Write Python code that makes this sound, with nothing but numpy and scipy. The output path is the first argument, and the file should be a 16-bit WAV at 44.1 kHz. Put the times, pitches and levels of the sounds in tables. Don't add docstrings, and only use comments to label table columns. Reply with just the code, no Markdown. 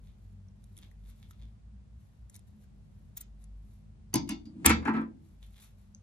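import sys
import numpy as np
from scipy import signal
from scipy.fft import rfft, irfft, next_fast_len
from scipy.io import wavfile
from scipy.ndimage import map_coordinates

SR = 44100
rng = np.random.default_rng(int(sys.argv[2]) if len(sys.argv) > 2 else 0)


def persist_wave(psi):
    counts = np.round(np.clip(psi, -1, 1) * 32767).astype(np.int16)
    wavfile.write(sys.argv[1], SR, np.atleast_2d(counts).T)


N = 265526
TIME = np.arange(N) / SR
RING_TIME = np.arange(SR // 2) / SR

# pitch_hz, level_db, fade_s (time to fall by 60 dB)
TABLE_MODES = [(183.5, -8, 0.2), (214.8, -14.5, 0.39), (222.5, 0, 0.26), (271.2, -4, 0.3),
               (304.3, -13, 0.091), (323.2, -3, 0.22), (345, -10, .2), (446, -22, 0.14), (774, -13, .11),
               (829, -11, 0.12), (921, -13.5, 0.17), (1011, -11.5, 0.14)]
HANDLE_MODES = [(804, -3, .1), (907, 0, .16), (1011, -2, .17), (1176, 3, .16), (1320, 3, .19),
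                (1400, -3, .12), (1583, -2, .17), (1665, -4, .12), (1894, -2, .12), (2137, 0, .13),
                (2257, -2, .14), (2381, 1, .11), (2626, 0, .1)]
# pitch_hz, level_db
THUMP_COLOUR = [(30, -35.5), (100, -12), (160, -5.5), (215, -2.5), (310, 4.5), (400, -27.5), (560, -20.5),
                (900, -16.5), (1400, -40), (4000, -55), (9000, -110)]
CLACK_COLOUR = [(60, -38.5), (150, -29.5), (430, 3.5), (580, -13.5), (800, 0), (1300, -3.5), (1800, -2),
                (2500, -12.5), (3200, -14.5), (5000, -19.5), (8000, -41), (14000, -74.5)]


def amp(db):
    return 10 ** (np.asarray(db) / 20)


def unit(x):
    return x / np.sqrt(np.mean(x ** 2) + 1e-20)


def along(points, hz):
    pitches, values = np.transpose(points)
    return np.interp(np.log(hz + 1), np.log(pitches + 1), values)


def filtered(x, response):
    size = x.shape[-1]
    padded = next_fast_len(size + 8192)
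    return irfft(rfft(x, padded) * response(np.fft.rfftfreq(padded, 1 / SR)), padded)[..., :size]


def coloured(x, colour):
    return filtered(x, lambda hz: amp(along(colour, hz)))


def noise(colour, size=N):
    return unit(coloured(rng.standard_normal(size), colour))


def crackle(per_second):
    return (rng.random(N) < per_second / SR) * rng.standard_normal(N)


def wobble(rate_hz):
    return map_coordinates(rng.standard_normal(N), [TIME * rate_hz])


def strokes(rows):
    return sum(amp(db - 15 * np.maximum((peak_s - TIME) / rise_s, (TIME - peak_s) / fall_s))
               for peak_s, db, rise_s, fall_s in rows)


def rise(attack_s):
    return 1 - np.exp(-(RING_TIME / attack_s) ** 2)


def burst(colour, fade_s):
    return noise(colour, len(RING_TIME)) * amp(-60 * RING_TIME / fade_s)


def ring(modes, detune=0.0014, blur_hz=0):
    hz, db, fade_s = np.transpose(modes)[:, :, None]
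    gain = amp(db + 2 * rng.standard_normal(db.shape))
    hz = hz * (1 + detune * rng.standard_normal(hz.shape))
    walk = np.cumsum(rng.standard_normal((len(hz), len(RING_TIME))), 1)
    phase = 2 * np.pi * hz * RING_TIME + walk * np.sqrt(2 * np.pi * blur_hz / SR)
    tones = gain * amp(-60 * RING_TIME / fade_s) * np.sin(phase)
    return np.sum(tones, 0) / np.sqrt(np.sum(gain ** 2) / 2)


def favoured(modes, pitch_hz, lift_db=8.5, width=0.05):
    hz, db, fade_s = np.transpose(modes)
    return np.transpose([hz, db + lift_db / (1 + ((hz / pitch_hz - 1) / width) ** 2), fade_s])


def add(track, start_s, sound):
    part = track[..., round(start_s * SR):][..., :sound.shape[-1]]
    part += sound[..., :part.shape[-1]]


def diffuse(pair):
    # pitch_hz, likeness (1 = the same)
    alike = [(100, 0.89), (280, 0.6), (500, 0), (1000, -.1), (4000, 0)]
    angle = lambda hz: np.arccos(along(alike, hz)) / 2
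    mid, side = filtered(pair, lambda hz: np.array([np.cos(angle(hz)), np.sin(angle(hz))]))
    return np.array([mid + side, mid - side])


def in_room(x, echo_db, build_s=0.008):
    # pitch_hz, fade_s
    echo_fade = [(100, 0.54), (300, 0.68), (1000, 0.18), (3000, 0.1942), (7000, 0.21), (10500, 0),
                 (15000, 0.09)]
    # pitch_hz, level_db
    echo_colour = [(100, -9), (300, -13), (600, -6), (2000, 0.5), (5000, -4), (8000, -10), (11000, -9),
                   (15000, -17)]
    # pitch_hz, phase_radians
    left_lead = [(120, .01), (290, .35), (700, 1.6), (1700, 1.75), (4000, 1.5), (7300, 1.5), (13000, 1.9)]
    # pitch_hz, level_db
    left_boost = [(600, 0), (2400, 2), (3700, 5.5), (5500, -2), (9000, -0.5)]
    size = len(RING_TIME)
    bands_hz, seconds, bands = signal.stft(rng.standard_normal((2, size)), SR, nperseg=256)
    fading = bands * amp(-60 * seconds / along(echo_fade, bands_hz)[:, None])
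    echo = signal.istft(fading, SR, nperseg=256)[1][:, :size]
    echo = diffuse(coloured(echo / np.linalg.norm(echo[0]), echo_colour)) * rise(build_s)
    near = rng.standard_normal((2, size)) * amp(-60 * RING_TIME / 0.0039)
    near = filtered(near / np.linalg.norm(near[0]), lambda hz: 1j * hz / (900 + 1j * hz))
    left_over_right = lambda hz: amp(along(left_boost, hz)) * np.exp(1j * along(left_lead, hz))
    direct = filtered(x, lambda hz: left_over_right(hz) ** np.array([[0.5], [-0.5]]))
    bounced = signal.fftconvolve(x[None], amp(echo_db) * echo + amp(-6) * near, axes=1)
    return amp(-2) * direct + bounced[:, :len(x)]


def background():
    # time_s, hum_db, rumble_db
    low_levels = [(0, -52.5, -55), (0.5, -53, -56.5), (1.1, -49.5, -56), (1.4, -58, -55.5),
                  (2.1, -65, -57.5), (2.7, -58, -54), (2.9, -59, -54), (3.3, -49.5, -56.5),
                  (4.0, -52, -55.5), (4.5, -53.5, -55), (5.151, -68.5, -55.5), (5.45, -54.5, -58),
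                  (6.0, -54, -57.5)]
    # peak_s, level_db, rise_s, fall_s, pitch_hz, climb_hz_per_s
    drone_swells = [(0.328, -51.5, 0.21, 0.57, 95.33, 10.5), (1.419, -48, 0.21, 1, 54.7, 5.5),
                    (1.97, -46, 0.4, 0.091, 59.65, 2.5), (2.221, -50.5, 0.067, 0.099, 57, -15.5)]
    # pitch_hz, level_db
    rumble_colour = [(20, -30), (36, -17), (55, -3.5), (72, -4), (94, 1.5), (128, -9), (146, -5.5),
                     (172, -12.5), (205, -3.5), (228, -12.5), (275, -24.5), (420, -29.5), (900, -42.5),
                     (2500, -120)]
    hiss_colour = [(200, -13.5), (350, -9.5), (600, -4.5), (1000, -9), (2000, -15), (4000, -19),
                   (8000, -23), (10500, -26.5), (12000, -42.5), (16000, -48.5)]
    times, *levels = np.transpose(low_levels)
    hum_db, rumble_db = [np.interp(TIME, times, level) for level in levels]
    hum_hz = 50.3
    hum_gain = amp(hum_db + 3.5 * wobble(rate_hz=7.3))
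    hum = hum_gain * np.sin(2 * np.pi * hum_hz * TIME + 0.66 * wobble(rate_hz=4.2))
    drones = np.zeros(N)
    for peak_s, db, rise_s, fall_s, hz, climb in drone_swells:
        phase = 2 * np.pi * np.cumsum(hz + climb * (TIME - peak_s)) / SR + 0.37 * wobble(rate_hz=12)
        tone = unit(np.sin(phase) + amp(-15) * np.sin(2 * phase))
        drones += strokes([(peak_s, db, rise_s, fall_s)]) * tone
    rumble = amp(rumble_db + 0.8 * wobble(rate_hz=14)) * unit(diffuse(noise(rumble_colour, (2, N))))
    drones *= amp(1.8 * wobble(rate_hz=15))
    hiss = amp(-75.5) * unit(diffuse(noise(hiss_colour, (2, N))))
    return hum + drones + rumble + hiss


def wool_rustle():
    # peak_s, level_db, rise_s, fall_s
    swells = [(0.065, -75, 0.08, 0.081), (0.24, -79.5, 0.098, 0.25), (0.64, -84, 0.053, 0.03),
              (0.80, -69.5, 0.13, .12), (1.10, -64.5, 0.059, 0.031), (1.2, -71.5, 0.081, 0.084),
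              (1.312, -65, 0.02, 0.0082), (1.42, -80, 0.19, 0.14), (2.01, -78.5, 0.085, 0.3),
              (2.35, -63.5, 0.032, 0.035), (2.475, -75, 0.013, 0.039), (2.638, -73, 0.092, 0.023),
              (3.0, -81.5, 0.45, 0.45), (3.172, -53, 0.0085, 0.02), (3.215, -53, 0.014, 0.0095),
              (3.42, -68.5, 0.021, 0.031), (3.73, -75, 0.16, 0.13), (5.27, -73, 0.077, 0.12),
              (5.435, -70, 0.027, 0.081), (5.635, -58.5, 0.088, 0.067), (5.79, -74.5, 0.027, 0.15)]
    # pitch_hz, level_db
    slide_colour = [(300, -19), (800, -9.5), (2000, -7), (3700, -3.5), (4800, -8), (6700, -1), (8500, -6),
                    (10200, -1.5), (11400, -6), (12600, -5), (13500, -18), (15500, -44.5)]
    catch_colour = [(300, -14), (1500, -29), (3500, -14), (4800, 1), (7000, -5), (11200, 13.5),
                    (13000, 3.5), (15500, -59)]
    movement = strokes(swells) * amp(1.7 * wobble(rate_hz=120))
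    catches = unit(coloured(crackle(per_second=250), catch_colour))
    return in_room(movement * (noise(slide_colour) + 0.5 * catches), echo_db=-2.5)


def finger_rubs():
    # peak_s, level_db, rise_s, fall_s
    rubs = [(0.07, -74, 0.048, 0.069), (0.80, -67, 0.035, 0.017), (0.835, -64.5, 0.029, 0.036),
            (1.10, -69, 0.07, 0.03), (1.23, -66, 0.034, 0.031), (1.335, -71, 0.024, 0.027),
            (1.434, -67.5, 0.056, 0.045), (5.431, -65.5, 0.014, 0.012), (5.58, -65, 0.057, 0.066)]
    # pitch_hz, level_db
    hollow = [(300, -4), (1300, -6), (2200, -1), (2700, -4), (3500, 8), (4500, -6), (7000, -10),
              (13000, -22)]
    scratch = unit(coloured(crackle(per_second=330), hollow))
    return in_room(strokes(rubs) * scratch, echo_db=0)


def light_ticks():
    # start_s, level_db, pitch_hz
    ticks = [(0.485, -59, 5820), (0.769, -52, 3500), (0.778, -51.5, 3600), (0.788, -50, 3370),
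             (0.914, -53, 1930), (1.309, -49.5, 1300), (1.311, -53, 3430), (2.640, -62, 1570),
             (3.173, -48, 3520), (5.948, -37.5, 6350)]
    out = np.zeros((2, N))
    for start_s, db, hz in ticks:
        click = burst([(hz / 2, -18), (hz, 0), (hz * 1.4, -15), (15000, -24)], fade_s=0.0033)
        fade_s = (14 + hz / 130) / hz
        tone = np.sin(2 * np.pi * hz * RING_TIME) * amp(-60 * RING_TIME / fade_s)
        tick = amp(db) * (tone + 0.52 * click) * rise(attack_s=0.00019)
        add(out, start_s, in_room(tick, echo_db=-8))
    return out


def snips():
    # start_s, level_db, pitch_hz, length_s
    snaps = [(0.64, -51, 10400, 0.0037), (0.767, -46, 11100, 0.004), (0.776, -46, 11100, 0.005),
             (0.787, -47, 11500, .003), (0.912, -64, 13900, .008), (1.308, -49.5, 13300, .008),
             (2.2965, -46, 7400, .006), (2.342, -43, 9260, .008), (2.352, -43, 12400, .008),
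             (2.361, -43.5, 12500, 0.0078), (2.392, -49, 9700, .003), (3.166, -47, 6900, .008),
             (3.1715, -38.5, 6960, 0.0053), (3.175, -36.5, 7100, 0.0071), (3.205, -45, 9800, 0.0077),
             (3.2105, -37, 6960, .008), (3.44, -48, 9900, 0.0045)]
    # start_s, level_db
    squeaks = [(3.1702, -28), (3.207, -38)]
    # pitch_hz, level_db
    snap_colour = [(300, -10), (1400, -19), (2050, -8), (2700, -23), (3900, -6.5), (4900, -14),
                   (6100, -4), (8500, -8), (10200, 3), (11400, -18), (12400, -14), (13600, -25),
                   (16000, -57)]
    squeak_colour = [(11000, -38), (13300, -12), (14600, 1), (15300, -18), (16000, -40)]
    out = np.zeros((2, N))
    size = len(RING_TIME)

    def let_go(start_s, sound, length_s):
        short = sound * np.exp(-2 * RING_TIME / length_s) * rise(attack_s=0.19 * length_s)
        add(out, start_s, in_room(short, echo_db=-12))

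    for start_s, db, pitch_hz, length_s in snaps:
        grit = rng.standard_normal(size) * amp(rng.standard_normal(size))
        edge = lambda hz: amp(along(snap_colour, hz)) + 1.05 * np.exp(-((hz - pitch_hz) / 600) ** 2)
        let_go(start_s, amp(db) * unit(filtered(grit, edge)), length_s)
    for start_s, db in squeaks:
        let_go(start_s, amp(db) * noise(squeak_colour, size), length_s=0.01)
    return out


def grip_bumps():
    # peak_s, level_db, rise_s, fall_s
    shifts = [(0.81, -56.5, 0.083, 0.12), (1.445, -52.5, 0.025, 0.034)]
    # pitch_hz, level_db
    bump_colour = [(30, -6), (80, -5), (200, -10), (330, -18), (700, -36), (2000, -68)]
    return strokes(shifts) * unit(diffuse(noise(bump_colour, (2, N))))


def steel_click(tip, soft):
    # pitch_hz, level_db
    tip_colour = [(300, -24), (1300, -21), (2100, -11), (3700, -16), (4700, -2), (5500, -10.5), (6150, 4.5),
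                  (6700, -7), (7300, -12.5), (7800, -18), (9100, -1), (10000, -10), (10850, 6.5),
                  (12000, -15.5), (13700, -5.5), (16500, -29.5)]
    flat_colour = [(300, -28.5), (1000, -25.5), (2450, 2), (3200, -8.5), (4500, -9.5), (5600, -8),
                   (6400, -7.5), (7000, -6), (7570, 5.5), (8500, -16.5), (9700, 7), (11000, 2.5),
                   (12200, -6), (13200, -11), (14300, -2), (15500, -11), (16500, -19.5)]
    on_tip = np.sqrt(tip) * burst(tip_colour, fade_s=0.013)
    on_flat = np.sqrt(1 - tip) * burst(flat_colour, fade_s=0.014)
    click = (on_tip + on_flat) * rise(attack_s=0.0028)
    return filtered(click, lambda hz: 1 / (1 + 1j * soft * hz / 6000) ** 3)


def handle_clack(soft, pitch_hz):
    clack = burst(CLACK_COLOUR, fade_s=0.059)
    clack += amp(-7.5 - 1.5 * soft) * ring(favoured(HANDLE_MODES, pitch_hz))
    dull = lambda hz: 1 / (1 + 1.4j * soft * hz / 1800 - (soft * hz / 1800) ** 2)
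    return filtered(clack * rise(attack_s=0.002 + 0.0045 * soft), dull) * amp(0.75 * soft)


def table_thump(tip, soft, pitch_hz):
    wood = ring(favoured(TABLE_MODES, pitch_hz), detune=0.0055)
    wood += amp(2.5) * burst(THUMP_COLOUR, fade_s=0.099)
    return wood * rise(attack_s=0.0111 * (1 - tip) + 0.0054 * tip) * amp(-5 * soft)


def frame_boom():
    # pitch_hz, level_db, fade_s
    frame_modes = [(62, -10, .2), (77, -2, .34), (100, -9, 0.2), (122, 0, .2)]
    return ring(frame_modes) * rise(attack_s=0.008)


def blade_ring(tip, pitch_hz):
    # pitch_hz, tip_hit_db, flat_hit_db, fade_s
    blade_modes = [(2140, -5, -7, .11), (2205, -7, -14, .22), (2640, -20, 1, .09), (2850, 1, -8, .1),
                   (2998, -12, -8, .13), (3365, -7, -9, .18), (3560, -4, -9, .2), (3741, -8, -8, .16),
                   (4090, -12, -4, .14), (4404, -14, -7, .14), (4560, -5, -10, .22), (4690, 0, -9, .16),
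                   (4950, 0, -9, .15), (5120, -6, -8, .15), (5500, -14, -6, .1), (5800, -5, -6, .14),
                   (6130, 0, -8, .13), (6570, -7, -8, .12), (6907, -10, -3, .09), (7568, -11, 4, .09),
                   (9400, -5, -6, .08), (10150, -7, -3, .1), (10830, -4, -6, .08), (12950, -15, -11, .08)]
    # pitch_hz, level_db
    wash_colour = [(500, -45), (2000, -7), (2800, -1), (4000, -3.5), (5500, -8.5), (7000, -12),
                   (11000, -18.5), (15000, -42.5)]
    hz, tip_db, flat_db, fade_s = np.transpose(blade_modes)
    modes = np.transpose([hz, tip * tip_db + (1 - tip) * flat_db, fade_s])
    steel = ring(favoured(modes, pitch_hz), detune=0.005, blur_hz=26)
    return (steel + amp(-2) * burst(wash_colour, fade_s=0.06)) * rise(attack_s=0.00033)


def knocks():
    # start_s, click_db, ring_db, thump_db, boom_db, clack_db,
    # tip (0 = lands flat, 1 = on the tip), scissors_pitch_hz, table_pitch_hz
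    contacts = [(4.13, -56, -59, -42.5, -70.5, -49, 1, 4960, 820),
                (4.139, -4, -41, -19, -34.5, -40, 1, 4760, 177),
                (4.1548, -10.5, -36, -24, -30.5, -52.5, 0.8, 5130, 283),
                (4.276, -48, -59.5, -59.5, -69.5, -64.5, 0.79, 4720, 180),
                (4.2901, -16, -38.5, -33, -45.5, -43, 0.75, 2850, 299),
                (4.305, -56, -43.5, -31.5, -54.5, -50, 0.61, 4260, 270),
                (4.4542, -71, -63, -50.5, -60.5, -67, 0.53, 4700, 220),
                (4.645, -33, -49.5, -23.5, -43.5, -22.5, 0.2, 1310, 820),
                (4.6546, -10, -28.5, -23, -19, -17.5, 0.07, 1176, 325),
                (4.6592, 8.5, -28.5, -20.5, -47, -18, 0.034, 5500, 271),
                (4.680, -26.5, -42, -27.5, -51, -29.5, .2, 2380, 315),
                (4.6939, -13.5, -33, -19, -34.5, -18.5, 0.27, 2210, 222),
                (4.701, -22, -29, -26, -33, -17, .2, 3740, 222),
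                (4.732, -44.5, -53, -32.5, -40, -51, .1, 2998, 270),
                (4.821, -69.5, -70, -38, -65, -36, 0.09, 2140, 295),
                (4.8505, -53.5, -53.5, -24, -57, -22.5, 0.12, 1670, 270),
                (4.872, -59, -54.5, -18.5, -52, -19.5, 0.15, 904, 279),
                (4.886, -65, -63, -21, -59, -24.5, .1, 1170, 318),
                (4.935, -59, -62, -27, -57, -26, .1, 1324, 222),
                (4.948, -60, -68, -28.5, -56, -29, 0.1, 1320, 293.5),
                (4.961, -55.5, -74, -29, -61, -29, .1, 1176, 272.6),
                (4.980, -68, -79, -26, -51, -36.5, .1, 1570, 318)]
    out = np.zeros((2, N))
    for start_s, click_db, ring_db, thump_db, boom_db, clack_db, tip, scissors_hz, table_hz in contacts:
        soft = 1 / (1 + amp(click_db - clack_db + 16.5))
        knock = (amp(click_db) * steel_click(tip, soft)
                 + amp(clack_db) * handle_clack(soft, scissors_hz)
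                 + amp(thump_db) * table_thump(tip, soft, table_hz)
                 + amp(boom_db) * frame_boom()
                 + amp(ring_db) * blade_ring(tip, scissors_hz))
        add(out, start_s, in_room(knock, echo_db=-3, build_s=0.0023))
    return out


def tip_drag():
    # peak_s, level_db, rise_s, fall_s
    slides = [(4.48, -51, .04, .1), (4.64, -36.5, 0.097, .03)]
    # pitch_hz, level_db
    scrape_colour = [(60, -25.5), (180, 0), (250, 0), (320, 3.5), (380, -24.5), (700, -34.5), (2000, -44),
                     (4500, -52), (10000, -52), (14000, -88.5)]
    return in_room(strokes(slides) * noise(scrape_colour), echo_db=1)


def handles_rocking():
    # peak_s, level_db, rise_s, fall_s
    swings = [(4.895, -36.5, 0.039, 0.016), (4.972, -41, 0.049, 0.026), (5.018, -43.5, 0.026, 0.02)]
    contacts = unit(crackle(per_second=1200)) * strokes(swings)
    plastic = burst(CLACK_COLOUR, fade_s=0.017) + amp(-8) * ring(HANDLE_MODES)
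    clack = filtered(plastic * rise(attack_s=0.00068), lambda hz: 1 / (1 + 1j * hz / 2100) ** 3)
    thump = ring(favoured(TABLE_MODES, pitch_hz=292)) + burst(THUMP_COLOUR, fade_s=0.21)
    one_contact = clack / np.linalg.norm(clack) + amp(4.5) * thump / np.linalg.norm(thump)
    return in_room(signal.fftconvolve(contacts, one_contact)[:N], echo_db=-5.5)


def scene():
    table = knocks() + handles_rocking() + tip_drag()
    hands = snips() + grip_bumps() + light_ticks() + finger_rubs() + wool_rustle()
    return (table + background()) * amp([[0.3], [-0.3]]) + hands


def record(dry):
    bass_hz, ceiling_db, top_hz = 38, -1.5, 16000
    thinned = signal.sosfilt(signal.butter(4, bass_hz, "high", fs=SR, output="sos"), dry)
    rounded = thinned / (1 + (thinned / amp(ceiling_db)) ** 6) ** (1 / 6)
    return filtered(rounded, lambda hz: 1 / np.sqrt(1 + (hz / top_hz) ** 160))


dry = scene()
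out = record(dry)
persist_wave(out)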